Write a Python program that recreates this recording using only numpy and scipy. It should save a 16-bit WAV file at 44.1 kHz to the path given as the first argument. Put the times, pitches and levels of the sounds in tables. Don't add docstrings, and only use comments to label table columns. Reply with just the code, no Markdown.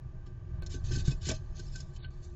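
import sys
import numpy as np
from scipy import signal
from scipy.fft import rfft, irfft, next_fast_len
from scipy.io import wavfile
from scipy.ndimage import uniform_filter1d

SR = 44100
rng = np.random.default_rng(int(sys.argv[2]) if len(sys.argv) > 2 else 0)


def store_wav(level_fs):
    pcm = np.round(np.clip(np.atleast_2d(level_fs), -1, 1) * 32767)
    wavfile.write(sys.argv[1], SR, pcm.T.astype(np.int16))


def boost_factor(decibels):
    exponent = np.asarray(decibels, float) / 20
    return 10 ** exponent


N = 103635
TIME_S = np.arange(N) / SR

# hz, density_db_per_hz
RUB_SPECTRUM = [(800, -33.5), (1600, -6), (2600, -11), (4000, -3.5), (6500, -5), (7500, 0), (8300, -9.5)]
# start_s, level_db, upper_mode_gain_db, crack_db
BODY_BUMPS = [(0.261, -45, -41, -64.5), (0.618, -43, -10.5, -55.5), (.737, -34, -20.5, -59.5),
              (0.761, -44.5, -14.5, -77), (0.907, -32.5, -14, -52), (.946, -36, -14, -74),
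              (0.96, -33.5, -18, -73), (0.997, -50.5, -4.5, -82.5), (1.07, -35, -13.5, -53.5),
              (1.109, -34, -26.5, -54), (1.262, -36.5, -14.5, -79), (1.285, -29, -17.5, -41),
              (1.308, -30.5, -15.5, -39), (1.588, -44, -13.5, -71.5), (1.748, -52.5, 5, -71),
              (2.038, -49.5, -1.5, -64)]


def rms_one(x):
    return x / np.sqrt(np.mean(x ** 2) + 1e-20)


def white():
    return rng.standard_normal(N)


def coloured(x, spectrum):
    hz, db = np.transpose(spectrum)
    size = next_fast_len(N)
    log_hz = np.log(np.arange(size // 2 + 1) * SR / size + 1)
    gain = boost_factor(np.interp(log_hz, np.log(hz), db, -80, -80))
    return rms_one(irfft(rfft(x, size) * gain, size)[:N])


def drift(rate_hz):
    r = np.exp(-2 * np.pi * rate_hz / SR)
    return rms_one(signal.lfilter([1], [1, -2 * r, r * r], rng.standard_normal(N + SR))[SR:])


def ring(x, hz, t60_s):
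    r, w = boost_factor(-60 / (t60_s * SR)), 2 * np.pi * hz / SR
    return signal.lfilter([0, np.sin(w)], [1, -2 * r * np.cos(w), r * r], x + 1e-18)


def latest(rows, column):
    rows = np.array(rows)
    index = np.searchsorted(rows[:, 0], TIME_S) - 1
    return rows[np.maximum(index, 0), column]


def shake_level_db():
    # time_s, level_db
    shake_points = [(.42, -43), (.56, -36), (.66, -37.5), (.73, -36), (.8, -38), (.92, -30.5),
                    (1.03, -32.5), (1.1, -31.5), (1.2, -38.5), (1.3, -31), (1.4, -38.5), (2.1, -42.5),
                    (2.35, -44.5)]
    return np.interp(TIME_S, *np.transpose(shake_points))


def rumble(shake_db):
    # hz, density_db_per_hz
    shake_spectrum = [(15, -6.5), (28, 3.5), (50, -6.5), (77, -3), (98, -8), (135, -5), (170, -16.5),
                      (230, -35.5), (400, -64)]
    return boost_factor(shake_db) * coloured(white(), shake_spectrum)


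def outdoor_air(shake_db):
    # hz, density_db_per_hz
    air_spectrum = [(150, -1), (700, -17), (1500, -17.5), (2500, -30), (4500, -34.5), (8200, -35)]
    base_db, swing_share = -62, 0.47
    level = boost_factor(base_db + swing_share * (shake_db - shake_db.mean()))
    return level * coloured(white(), air_spectrum)


def focused(x, centre_hz, width_oct, lift_db):
    patchy_db, patchy_hz = 1.7, 22
    edges_hz = 250 * 2 ** np.arange(0, 5.3, 1 / 4)
    out = 0
    for low, high in zip(edges_hz, edges_hz[1:]):
        band = signal.sosfilt(signal.butter(2, [low, high], "band", fs=SR, output="sos"), x)
        distance_oct = np.log2(np.sqrt(low * high) / centre_hz)
        near = np.exp(-.5 * (distance_oct / width_oct) ** 2)
        out = out + band * boost_factor(lift_db * near + patchy_db * drift(patchy_hz))
    return out


def feathers():
    # start_s, length_s, level_db, rasp_centre_hz
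    strokes = [(0.252, 0.017, -62, 3500), (0.689, 0.061, -48.5, 4200), (0.832, 0.062, -52, 4000),
               (0.903, 0.055, -43, 4500), (0.97, 0.036, -46, 4500), (1.039, 0.051, -46, 4500),
               (1.098, 0.01, -41, 5170), (1.205, 0.058, -49.5, 4800), (1.243, 0.054, -40, 5200),
               (1.323, 0.033, -50, 5500), (1.543, 0.059, -55, 5500), (1.612, 0.087, -63.5, 5000),
               (1.713, 0.099, -55.5, 5500), (1.927, 0.031, -67.5, 7000), (1.975, 0.052, -66, 3500),
               (2.019, 0.022, -52.5, 4000), (2.217, 0.036, -62.5, 6000)]
    rise_s, fall_s = 0.014, 0.015
    stir_from_s, stir_db = 0.62, -72.5
    grains_per_s, grain_spread_db = 6000, 0.5

    level = boost_factor(stir_db) * (TIME_S > stir_from_s)
    for start_s, length_s, db, _ in strokes:
        age_s = TIME_S - start_s
        rise = 1 - np.exp(-(np.maximum(age_s, 0) / rise_s) ** 2)
        fall = np.exp(-np.maximum(age_s - length_s, 0) / fall_s)
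        level = level + boost_factor(db) * rise * fall

    height = boost_factor(grain_spread_db * np.minimum(rng.exponential(1, N), 5))
    sign = rng.choice([-1, 1], N)
    grains = height * sign * (rng.random(N) < grains_per_s / SR)
    rub = coloured(grains, RUB_SPECTRUM)
    return level * focused(rub, latest(strokes, column=3), width_oct=0.87, lift_db=6)


def bumps():
    # hz, gain_db, t60_s
    low_modes = [(198, -3.5, 0.047), (273.6, -6.5, 0.11), (359, -3.5, 0.079), (434, -5, 0.026)]
    # hz, gain_db, t60_s
    high_modes = [(1538, 4.5, 0.1)]
    contact_s, upper_waver_db, upper_waver_hz = 0.015, 2.0, 40

    start_s, level_db, upper_db, _ = np.transpose(BODY_BUMPS)
    length = int(contact_s * SR)
    index = (start_s * SR).astype(int)[:, None] + np.arange(length)
    press = np.hanning(length) * 4 / length
    out = np.zeros(N)
    for k, (hz, mode_db, t60_s) in enumerate([*low_modes, *high_modes]):
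        upper = k >= len(low_modes)
        chance_db = rng.normal(0, 1.5, len(start_s))
        phase = rng.random((len(start_s), 1))
        wave = press * np.cos(2 * np.pi * (hz * np.arange(length) / SR + phase))
        gain = boost_factor(level_db + mode_db + chance_db + upper_db * upper)
        push = np.zeros(N)
        np.add.at(push, index, wave * gain[:, None])
        out += ring(push, hz, t60_s) * boost_factor(upper_waver_db * drift(upper_waver_hz) * upper)
    return out


def cracks():
    # hz, density_db_per_hz
    crack_spectrum = [(450, 2.5), (800, -10), (4000, -15.5)]
    crack_s = 0.022
    age = np.maximum(TIME_S - latest(BODY_BUMPS, column=0), 0) / crack_s
    envelope = 2 * np.sqrt(age) * np.exp(-2 * age)
    return boost_factor(latest(BODY_BUMPS, column=3)) * envelope * coloured(white(), crack_spectrum)


def claws():
    # start_s, level_db, first_pitch_hz, second_pitch_hz
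    scratches = [(0.623, -46.5, 4250, 4400), (0.6615, -40, 4220, 5540), (0.9596, -35, 6900, 4250),
                 (1.0735, -37, 6900, 5400), (1.1112, -44, 5200, 2600), (1.288, -26, 6000, 7400),
                 (1.3, -33.5, 3400, 2600), (1.3124, -32, 7400, 5200), (1.5936, -42, 4250, 6500),
                 (1.7552, -38.5, 6900, 5400), (1.8027, -41.5, 6500, 5200), (1.9611, -48, 7400, 3050),
                 (2.0426, -39.5, 3050, 4250)]
    rim_modes_hz = [2600, 3050, 3400, 4250, 5300, 6000, 6600, 7450]
    rise_s, fall_s = 0.0025, 0.006
    rim_t60_s, rim_db, reach_oct = 0.016, -19, 0.09

    envelope = 0
    for start_s, db, *_ in scratches:
        age_s = np.maximum(TIME_S - start_s, 0)
        envelope = envelope + boost_factor(db) * (1 - np.exp(-age_s / rise_s)) * np.exp(-age_s / fall_s)
    scratch = envelope * white()
    out = envelope * rms_one(np.gradient(coloured(white(), RUB_SPECTRUM)))
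    for hz in rim_modes_hz:
        near = 0
        for column in (2, 3):
            distance_oct = np.log2(hz / latest(scratches, column))
            near = near + np.exp(-.5 * (distance_oct / reach_oct) ** 2)
        out = out + boost_factor(rim_db) * ring(scratch * near, hz, rim_t60_s)
    return out


def thud():
    # hz, gain_db, t60_s
    thud_modes = [(81.5, -25.5, 0.1), (139, -13.5, 0.13)]
    start_s = 1.0808
    push = np.zeros(N)
    push[int(start_s * SR)] = -1
    push = uniform_filter1d(push, size=150)
    return sum(boost_factor(db) * ring(push, hz, t60_s) for hz, db, t60_s in thud_modes)


def box_air(x):
    centres_hz = [352, 632, 800, 1175, 1360, 1558, 1732, 2140, 2315, 2420, 2545, 3020, 5800, 6280, 6500]
    # width_hz, gain_db
    peaks = [(27, 19), (32.8, 11.5), (49, 6), (79, 11), (71, -23), (49, 10.5), (60, 5), (59.5, -14),
             (94, 7.5), (35, -15.5), (53, 8.5), (60, 6.5), (100, -5), (98, -9), (300, 4.5)]
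    for hz, (width_hz, db) in zip(centres_hz, peaks):
        w, g = 2 * np.pi * hz / SR, boost_factor(db / 2)
        a = np.pi * width_hz / SR
        zeros = [1 + a * g, -2 * np.cos(w), 1 - a * g]
        poles = [1 + a / g, -2 * np.cos(w), 1 - a / g]
        x = signal.lfilter(zeros, poles, x)
    return x


def scene():
    shake_db = shake_level_db()
    airborne = outdoor_air(shake_db) + feathers() + cracks() + claws()
    through_wood = rumble(shake_db) + bumps() + thud()
    return (box_air(airborne) + through_wood)[None]


def low_pass(x, order, hz):
    return signal.sosfiltfilt(signal.butter(order, hz, fs=SR, output="sos"), x)


def link_click():
    start_s, level_db, fade_s = 0.6233, -38, 0.001
    age_s = TIME_S - start_s
    return boost_factor(level_db) * (age_s > 0) * np.exp(-np.abs(age_s) / fade_s)


def roll_off(x):
    return signal.sosfilt(signal.butter(12, 16000, fs=SR, output="sos"), x)


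def record(dry):
    # start_s, end_s
    dropout_spans = [(.597, .633), (1.984, 2.104)]
    wide = low_pass(dry, order=11, hz=7337)
    narrow = low_pass(dry, order=16, hz=4500)
    dropped = np.zeros(N)
    for start_s, end_s in dropout_spans:
        dropped[(TIME_S >= start_s) & (TIME_S <= end_s)] = 1
    dropped = uniform_filter1d(dropped, size=200)
    return roll_off(wide * (1 - dropped) + narrow * dropped + link_click())


dry = scene()
out = record(dry)
store_wav(out)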